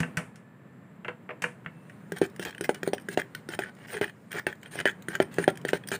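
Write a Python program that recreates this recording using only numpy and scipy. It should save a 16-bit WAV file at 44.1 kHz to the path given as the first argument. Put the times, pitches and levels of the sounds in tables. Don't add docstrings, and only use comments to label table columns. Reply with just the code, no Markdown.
import sys
import numpy as np
from scipy import signal
from scipy.fft import rfft, irfft, next_fast_len
from scipy.io import wavfile

SR = 44100
rng = np.random.default_rng(int(sys.argv[2]) if len(sys.argv) > 2 else 0)


def ratio_of_db(decibels):
    return 10 ** (np.asarray(decibels, float) / 20)


def store_pcm(level_fs):
    pcm = np.round(np.clip(level_fs, -1, 1) * 32767).astype(np.int16)
    wavfile.write(sys.argv[1], SR, np.atleast_2d(pcm).T)


N = 264159

FLICKER_DB = 1.8
SPREAD_DB = 2.5
DETUNE = 0.06


def rms_one(x):
    return x / np.sqrt(np.mean(x ** 2) + 1e-20)


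def in_time(rows):
    s, *columns = np.transpose(rows)
    return [np.interp(np.arange(N) / SR, s, c) for c in columns]


def drift(rate):
    r = np.exp(-2 * np.pi * rate / SR)
    slow = signal.lfilter([1], [1, -2 * r, r * r], rng.standard_normal(N + SR))
    return rms_one(slow[SR:])


def coloured(spectrum):
    hz, level_db = np.transpose(spectrum)
    size = next_fast_len(N)
    log_hz = np.log(np.maximum(np.fft.rfftfreq(size, 1 / SR), 1))
    gain = ratio_of_db(np.interp(log_hz, np.log(hz), level_db))
    return rms_one(irfft(rfft(rng.standard_normal(size)) * gain, size)[:N])


def band(x, low_hz, high_hz):
    return signal.sosfilt(signal.butter(2, [low_hz, high_hz], "band", fs=SR, output="sos"), x)


def ring(force, hz, t60):
    r, w = ratio_of_db(-60 / (t60 * SR)), 2 * np.pi * hz / SR
    return signal.lfilter([0, np.sin(w)], [1, -2 * r * np.cos(w), r * r], force + 1e-18)


def clicks(times, gains):
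    out = np.zeros(N)
    np.add.at(out, np.minimum(np.round(times * SR).astype(int), N - 1), gains)
    return out


def soften(force, contact_s):
    shape = np.sin(np.pi * np.clip(np.arange(400) / (contact_s * SR), 0, 1)) ** 2
    return signal.fftconvolve(force, shape / shape.sum())[:N]


def strike(modes, times, levels_db, spread_db, contact_s, detune=0):
    hz, mode_db, t60 = np.transpose(modes)[:, :, None]
    chance = rng.standard_normal((len(times), 2, len(modes), 1))
    t = np.arange(int(t60.max() * SR) + 400) / SR
    out = np.zeros(N + SR)
    levels_db = np.reshape(levels_db, (len(times), -1, 1))
    for s, level_db, (strength, shift) in zip(times, levels_db, chance):
        decay = ratio_of_db(level_db + mode_db + spread_db * strength - 60 * t / t60)
        rings = decay * np.sin(2 * np.pi * hz * (1 + detune * shift) * t)
        out[int(s * SR):][:len(t)] += rings.sum(axis=0)
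    return soften(out, contact_s)


def puff(times, levels_db, t60):
    return signal.lfilter([1], [1, -ratio_of_db(-60 / (t60 * SR))], clicks(times, ratio_of_db(levels_db)) + 1e-18)


# f/Hz, relative level/dB per Hz
HUM = [(18, -83), (30, -56), (112, -6.5), (142, -3), (206, -3), (323, -14), (533, -17), (752, -23),
       (1030, -22.5), (1570, -25), (1750, -24.5), (1940, -27), (5740, -54), (7470, -49.5), (16500, -51.5)]
# t/s, level/dB
HUM_LEVEL = [(0.0, -42), (0.38, -52), (2.9, -47.5), (4.44, -52), (5.44, -44.5), (5.99, -48.5)]
# start t/s, end t/s, start f/Hz, end f/Hz, level/dB
WHISTLE = [(.2, 0.94, 1703, 1800, -67), (1.66, 1.9, 2680, 2650, -69.5)]
# centre f/Hz, width f/Hz, level/dB
WHINE = (7520, 500, -85)


def appliance():
    t, whistle = np.arange(N) / SR, 0
    waver, wobble_hz = ratio_of_db(FLICKER_DB * drift(10)), 12 * drift(24)
    for start, end, from_hz, to_hz, whistle_db in WHISTLE:
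        on = np.clip(np.minimum(t - start, end - t) / 0.04, 0, 1)
        hz = np.interp(t, [start, end], [from_hz, to_hz]) + wobble_hz
        whistle = whistle + ratio_of_db(whistle_db) * on * waver * np.sin(2 * np.pi * np.cumsum(hz) / SR)
    centre, width, whine_db = WHINE
    whine = rms_one(band(rng.standard_normal(N), centre - width / 2, centre + width / 2))
    whine *= ratio_of_db(whine_db + 2.0 * drift(27))
    hum = ratio_of_db(in_time(HUM_LEVEL)[0] + 0.13 * drift(5.1)) * coloured(HUM)
    return hum + whistle + whine


# t/s, ring level/dB, boom level/dB, body level/dB, crack level/dB
KNOCKS = [(0.0024, -33, -16.5, -37, -35), (0.0314, -23.5, -61, -38.5, -51), (0.171, -21.5, -22, -39, -31.5),
          (0.1889, -32, -60, -42, -75), (0.3573, -59, -67, -70, -52.5), (1.0471, -33.5, -47, -41.5, -60),
          (1.082, -24.5, -41, -33, -58.5), (1.291, -35, -50, -37, -78), (1.3053, -36.5, -47, -41.5, -69),
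          (1.4209, -27.5, -38, -50, -34), (1.4386, -23.5, -39.5, -31.5, -42.5),
          (1.6463, -57, -51, -72, -70), (1.6611, -36.5, -33.5, -47.5, -87), (1.8966, -45.5, -52, -58, -60)]
# f/Hz, relative level/dB, t60/s
COUNTER = [(164.4, 4, 0.13), (253, -12, 0.29), (487.6, 0, 0.14), (658, -6.5, 0.33), (928, -6.5, 0.16),
           (1190, -35, 0.11), (1541, 5, 0.067), (1727, 0.5, 0.065), (1920, -13, 0.02), (2270, -5, 0.064),
           (2500, -27, 0.014), (2680, 2.5, 0.044), (3070, 2.5, 0.022)]


def knocks():
    at, ring_db, boom_db, body_db, crack_db = np.transpose(KNOCKS)
    boom = strike(COUNTER[:2], at, boom_db - 4.5, SPREAD_DB, contact_s=0.0029)
    body = band(strike(COUNTER[2:5], at, body_db, SPREAD_DB, contact_s=0.001), 446, 1600)
    cluster = band(strike(COUNTER[5:], at, ring_db - 12.5, SPREAD_DB, contact_s=0.00015), 500, 3200)
    low_rattle = soften(puff(at, body_db, t60=0.094), contact_s=0.0028)
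    low_rattle *= coloured([(150, -8), (400, 8), (900, 6.5), (1500, 2), (16000, -70)])
    high_rattle = puff(at, ring_db, t60=0.037) + puff(at, ring_db - 24.5, t60=0.11)
    high_rattle = ratio_of_db(2.8 * drift(80)) * soften(high_rattle, contact_s=0.00087)
    high_rattle *= coloured([(600, -77), (1400, 11.5), (2800, 3), (4000, -38), (16000, -40)])
    crack = puff(at, crack_db, t60=0.038) * coloured(
        [(1500, -21), (3000, -1), (4200, -4), (6500, -2), (9000, -4.5), (12000, -13), (16000, -20)])
    airy = puff(at, crack_db - 7, t60=0.28) * coloured(
        [(2500, 21.5), (4000, -1), (7000, 5), (9000, 12.5), (16000, -24)])
    return boom + body + cluster + low_rattle + high_rattle + crack + airy


def kitchen(x):
    dull_t60, bright_t60 = 0.25, 0.59 * 0.25
    t = np.arange(SR // 2) / SR
    tail = rng.standard_normal((2, len(t))) * (t > 0.004)
    dull = signal.lfilter([0.3], [1, -0.7], tail[0]) * ratio_of_db(-60 * t / dull_t60)
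    bright = ratio_of_db(11.5) * tail[1] * ratio_of_db(-60 * t / bright_t60)
    echoes = dull + bright
    return signal.fftconvolve(x, echoes / np.sqrt(np.sum(echoes ** 2)))[:N]


# start t/s, end t/s, rasp level midway/dB, hiss level midway/dB, swell from start to end/dB
STROKES = [(2.117, 2.169, -49, -72, 1.5), (2.161, 2.187, -40.5, -44.5, -9), (2.228, 2.265, -35, -44, -15),
           (2.386, 2.439, -41, -42.5, 11), (2.451, 2.522, -37.5, -45, -14), (2.501, 2.595, -62, -71, -7),
           (2.606, 2.639, -46, -51, -4), (2.639, 2.663, -37, -36.5, -19), (2.692, 2.719, -35.5, -48, -25),
           (2.743, 2.792, -47, -61, -29), (2.816, 2.891, -46.5, -53, 29), (2.943, 2.95, -31, -40, -18),
           (3.096, 3.146, -43.5, -45.5, 13), (3.173, 3.218, -33, -44, -12), (3.367, 3.436, -60, -68, -34),
           (3.488, 3.553, -40, -47, 12), (3.587, 3.641, -38, -51, -6), (3.633, 3.698, -42.5, -63, 0.5),
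           (3.763, 3.861, -50.5, -65.5, 13), (3.87, 3.937, -43.5, -45, 13), (3.939, 3.995, -39, -47, -18),
           (4.018, 4.048, -29.5, -44, -8), (4.049, 4.106, -43, -58, -15), (4.307, 4.398, -37.5, -46.5, 10),
           (4.46, 4.533, -38.5, -53.5, -19), (4.622, 4.685, -49.5, -64, 12), (4.71, 4.764, -39.5, -44, 13),
           (4.765, 4.813, -33, -45, 10), (4.851, 4.916, -39, -44.5, -16), (5.09, 5.166, -40, -47.5, 4),
           (5.144, 5.171, -34.5, -51, -20), (5.2, 5.23, -32.5, -43, 3), (5.313, 5.38, -50, -53, -2),
           (5.379, 5.447, -35, -43, -4), (5.478, 5.507, -31, -48, -23), (5.647, 5.685, -43.5, -56, 15),
           (5.681, 5.709, -34.5, -36, -10), (5.732, 5.776, -35, -43, -13), (5.87, 5.892, -51, -50, 12),
           (5.915, 5.963, -31.5, -34.5, -5.5)]


def dragging(levels_db, swells_db, lift_s):
    out = np.zeros(N)
    for (start, end, *_), level_db, swell_db in zip(STROKES, levels_db, swells_db):
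        nearest = min((blow[0] for blow in BLOWS), key=lambda s: abs(s - start))
        if abs(nearest - start) < 0.021:
            start = nearest
        a, b = int(start * SR), int(end * SR)
        out[a:b] = ratio_of_db(level_db + swell_db * np.linspace(-0.5, 0.5, b - a)[:N - a])
    r = np.exp(-1 / (lift_s * SR))
    return signal.lfilter([1 - r], [1, -r], out)


def patchy(x, patchy_db):
    edges = np.geomspace(2000, 19000, num=9)
    return sum(band(x, low, high) * ratio_of_db(patchy_db * drift(15.8)) for low, high in zip(edges, edges[1:]))


# f/Hz, relative level/dB per Hz
HISS = [(2060, -9.5), (3500, -6), (4400, -7.5), (5300, -9.5), (6400, -8), (7700, -8.5), (8400, -5.5),
        (8900, 0.5), (9500, -8.5), (10400, -9.5), (13000, -22), (15200, -4), (15600, -28), (16000, -40)]
# t/s, relative level/dB
SEETHE = [(0, -95.5), (1, -96), (1.9, -67), (5.99, -69)]


def wet_batter():
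    hiss_db, swell_db = np.transpose(STROKES)[3:]
    drag = dragging(hiss_db, 2.5 + 0.7 * swell_db, lift_s=0.0017) * ratio_of_db(FLICKER_DB * drift(90))
    burst_at = np.flatnonzero(rng.random(N) < 5.0 / SR) / SR
    burst_at = burst_at[burst_at > 2.05]
    burst_db = -49.5 + SPREAD_DB * rng.standard_normal(len(burst_at))
    blow_at, edge_db = np.transpose(BLOWS)[[0, 3]]
    slip_at, _, tick_db = np.transpose(SLIPS)
    smack_db = -24 + 0.13 * edge_db
    smacks = puff(np.r_[blow_at, slip_at, burst_at], np.r_[smack_db, tick_db, burst_db], t60=0.02)
    wet = np.hypot(drag + ratio_of_db(in_time(SEETHE)[0]), soften(smacks, contact_s=0.002))
    return wet * patchy(coloured(HISS), patchy_db=FLICKER_DB)


# f/Hz, relative level/dB, t60/s
BOWL = [(172.6, -13, 0.086), (344, -17.5, 0.062), (395.2, -6.5, 0.09), (468, -8.5, 0.057),
        (579, -0.5, 0.016), (636, -21, 0.024), (714, -7, 0.028), (835, -13, 0.061), (1560, -8.5, 0.047),
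        (1608, -11.5, 0.024), (1690, -6.5, 0.015), (1852, -1.5, 0.013), (2400, -9, 0.018),
        (3021, -12.5, 0.024), (3440, -66, .015), (4440, -31, 0.017)]


def bowl_modes():
    low, high = [m for m in BOWL if m[0] < 1000], [m for m in BOWL if m[0] > 1000]
    return low, high[:4], high[4:]


def wall_and_rim(walls, rims):
    return band(walls, 1380, 1937) + band(rims, 2750, 6900)


# t/s, thud level/dB, slap over thud/dB, edge contact level/dB
BLOWS = [(2.12, -19, -16, -27.5), (2.215, -9.5, -9.5, -32), (2.395, -21.5, -15, -29.5),
         (2.609, -19.5, -17, -29), (2.692, -14, 3, -21.5), (2.831, -22, -7, -21.5), (2.875, -19.5, -2, -35),
         (2.933, -25, 10, -34), (3.086, -22.5, -27, -25.5), (3.174, -16, 2.5, -21.5),
         (3.349, -39, -10, -26.5), (3.488, -28.5, -29, -30), (3.59, -22.5, 4, -23.5),
         (4.012, -14, -3.5, -29), (4.467, -23.5, 3, -17.5), (4.755, -41.5, 15, -40), (4.801, -40, 8, -22.5),
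         (4.855, -21, 7, -15), (5.084, -27, -35.5, -22), (5.152, -34, -19, -21.5), (5.201, -10.5, 3, -17),
         (5.384, -11.5, -10, -17), (5.478, -13, 8, -18), (5.65, -19.5, -7, -24), (5.732, -13, -0.5, -21),
         (5.916, -23.5, -4.5, -24.5)]
# one value for each of the four lowest modes, level/dB per dB of slap
THUD_LEAN = [-0.23, -0.48, 0.22, .2]


def landings():
    low, wall, rim = bowl_modes()
    at, thud_db, slap_db, edge_db = np.transpose(BLOWS)
    lowest_db = thud_db[:, None] + np.outer(slap_db, THUD_LEAN)
    thuds = strike(low[:4], at, lowest_db, SPREAD_DB, contact_s=0.00062, detune=DETUNE / 3)
    thuds += strike(low[4:], at, thud_db + slap_db, SPREAD_DB, contact_s=0.00086, detune=DETUNE)
    walls = strike(wall, at, edge_db, SPREAD_DB, contact_s=0.00017, detune=DETUNE)
    rim_db = edge_db + 6.5 + 0.3 * slap_db
    rims = strike(rim, at, rim_db, SPREAD_DB, contact_s=0.00011, detune=DETUNE)
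    return wall_and_rim(walls, rims) - band(thuds, 198, 850)


def drag_grains():
    sizes = ratio_of_db(3.9 * np.minimum(rng.exponential(1, N), 5)) * rng.choice([-1, 1], N)
    return rms_one(sizes * (rng.random(N) < 2500 * ratio_of_db(3.0 * drift(60)) / SR))


def scraped(modes, push):
    out = np.zeros(N)
    edges = np.append(0, np.array(STROKES)[:, 1] * SR + 100).astype(int)
    chance = rng.standard_normal((len(STROKES), len(modes), 2))
    for a, b, draws in zip(edges, edges[1:], chance):
        part = np.append(push[a:b], np.zeros(SR // 10))[:N - a]
        for (hz, mode_db, t60), (shift, strength) in zip(modes, draws):
            gain = ratio_of_db(mode_db - 22.5 + SPREAD_DB * strength)
            out[a:a + len(part)] += gain * ring(part, hz * (1 + DETUNE * shift), t60)
    return out


def rasp(push):
    _, wall, rim = bowl_modes()
    rasping = scraped(wall + rim, push) + ratio_of_db(-0.5) * band(push, 1960, 2010)
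    return band(band(rasping, 1310, 9000), 1310, 9000)


def rumble(push):
    return sum(ratio_of_db(mode_db - 30) * ring(push, hz, t60) for hz, mode_db, t60 in bowl_modes()[0])


# t/s, catch level/dB, wet tick level/dB
SLIPS = [(2.1688, -27, -36), (2.184, -31, -29), (2.3614, -37, -37), (2.4254, -24, -31), (2.4497, -24, -22),
         (2.5068, -33, -34), (2.5267, -31, -55), (2.5477, -24.5, -42), (2.5802, -24.5, -42),
         (2.6424, -21, -30.5), (2.7447, -30, -30.5), (2.9808, -22.5, -42.5), (2.998, -41, -46.5),
         (3.1972, -15.5, -29.5), (3.217, -17.5, -55), (3.5364, -20.5, -42), (3.6202, -21, -45.5),
         (3.6353, -20, -37.5), (3.8836, -31, -49), (3.902, -24, -41), (3.941, -26, -56),
         (3.9681, -18, -34.5), (3.976, -22, -41), (4.0417, -10.5, -29), (4.0788, -25, -45.5),
         (4.0955, -27.5, -46), (4.3165, -26.5, -28.5), (4.328, -18.5, -33), (4.365, -22, -37),
         (4.3846, -16.5, -46), (4.5266, -22.5, -43), (4.6303, -28.5, -39), (4.659, -28.5, -47),
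         (4.789, -11, -30), (4.8612, -9, -55), (4.8653, -8, -38), (4.8743, -6, -31), (4.884, -6, -42.5),
         (4.892, -14, -40.5), (4.8969, -16, -41), (5.022, -44, -40), (5.2236, -24, -28.5), (5.34, -45, -31),
         (5.4401, -11, -26.5), (5.5002, -32, -30.5), (5.555, -39, -45), (5.5725, -33, -35),
         (5.614, -44, -42.5), (5.6884, -6.5, -41), (5.837, -33, -54), (5.873, -38, -29),
         (5.8858, -24.5, -25), (5.905, -35.5, -34.5)]


def slips():
    _, wall, rim = bowl_modes()
    at, catch_db, _ = np.transpose(SLIPS)
    pressed = [(hz, mode_db, 0.35 * t60) for hz, mode_db, t60 in wall]
    walls = strike(pressed, at, catch_db, SPREAD_DB, contact_s=0.00036, detune=DETUNE)
    rims = strike(rim, at, -7.5 + 0.56 * catch_db, SPREAD_DB, contact_s=0.00035, detune=DETUNE)
    return wall_and_rim(band(walls, 1616, 2210), rims)


# start t/s, length t/s, rumble level/dB, groan level/dB, groan f at start/Hz
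PRESSES = [(3.928, 0.066, -48, -32.5, 500), (4.338, 0.028, -41, -37, 433), (2.45, 0.022, -41, -52, 450),
           (5.92, 0.037, -50, -38, 220)]


def presses(grains):
    sag = 3.92
    shaky = ratio_of_db(3.3 * drift(38))
    push, groans = np.zeros(N), np.zeros(N)
    for start, length, press_db, groan_db, groan_hz in PRESSES:
        t = np.clip(np.arange(N) / SR - start, 0, length)
        lean = np.sin(np.pi * t / length)
        push += grains * ratio_of_db(press_db) * lean
        groans += ratio_of_db(groan_db) * shaky * lean * np.sin(2 * np.pi * groan_hz * t * (1 - sag * t / 2))
    return push, groans


def spoon():
    rasp_db, _, swell_db = np.transpose(STROKES)[2:]
    grains = drag_grains()
    drag_push = grains * dragging(rasp_db, swell_db, lift_s=0.00022)
    press_push, groans = presses(grains)
    dragged = rasp(drag_push) + rumble(drag_push + press_push)
    return wet_batter() + landings() + dragged + slips() + groans


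def scene():
    hum, far, near = appliance(), knocks(), spoon()
    echoes = kitchen(ratio_of_db(-14.5) * near + ratio_of_db(-9.5) * far)
    return (hum + far + near + echoes)[None]


def top_cut(x):
    return signal.sosfilt(signal.butter(12, 16810, fs=SR, output="sos"), x)


def record(dry):
    thin = signal.sosfilt(signal.butter(3, 80, "high", fs=SR, output="sos"), dry)
    thin = signal.sosfilt(signal.cheby2(12, 22, 15750, fs=SR, output="sos"), thin)
    return top_cut(thin)


dry = scene()
out = record(dry)
store_pcm(out)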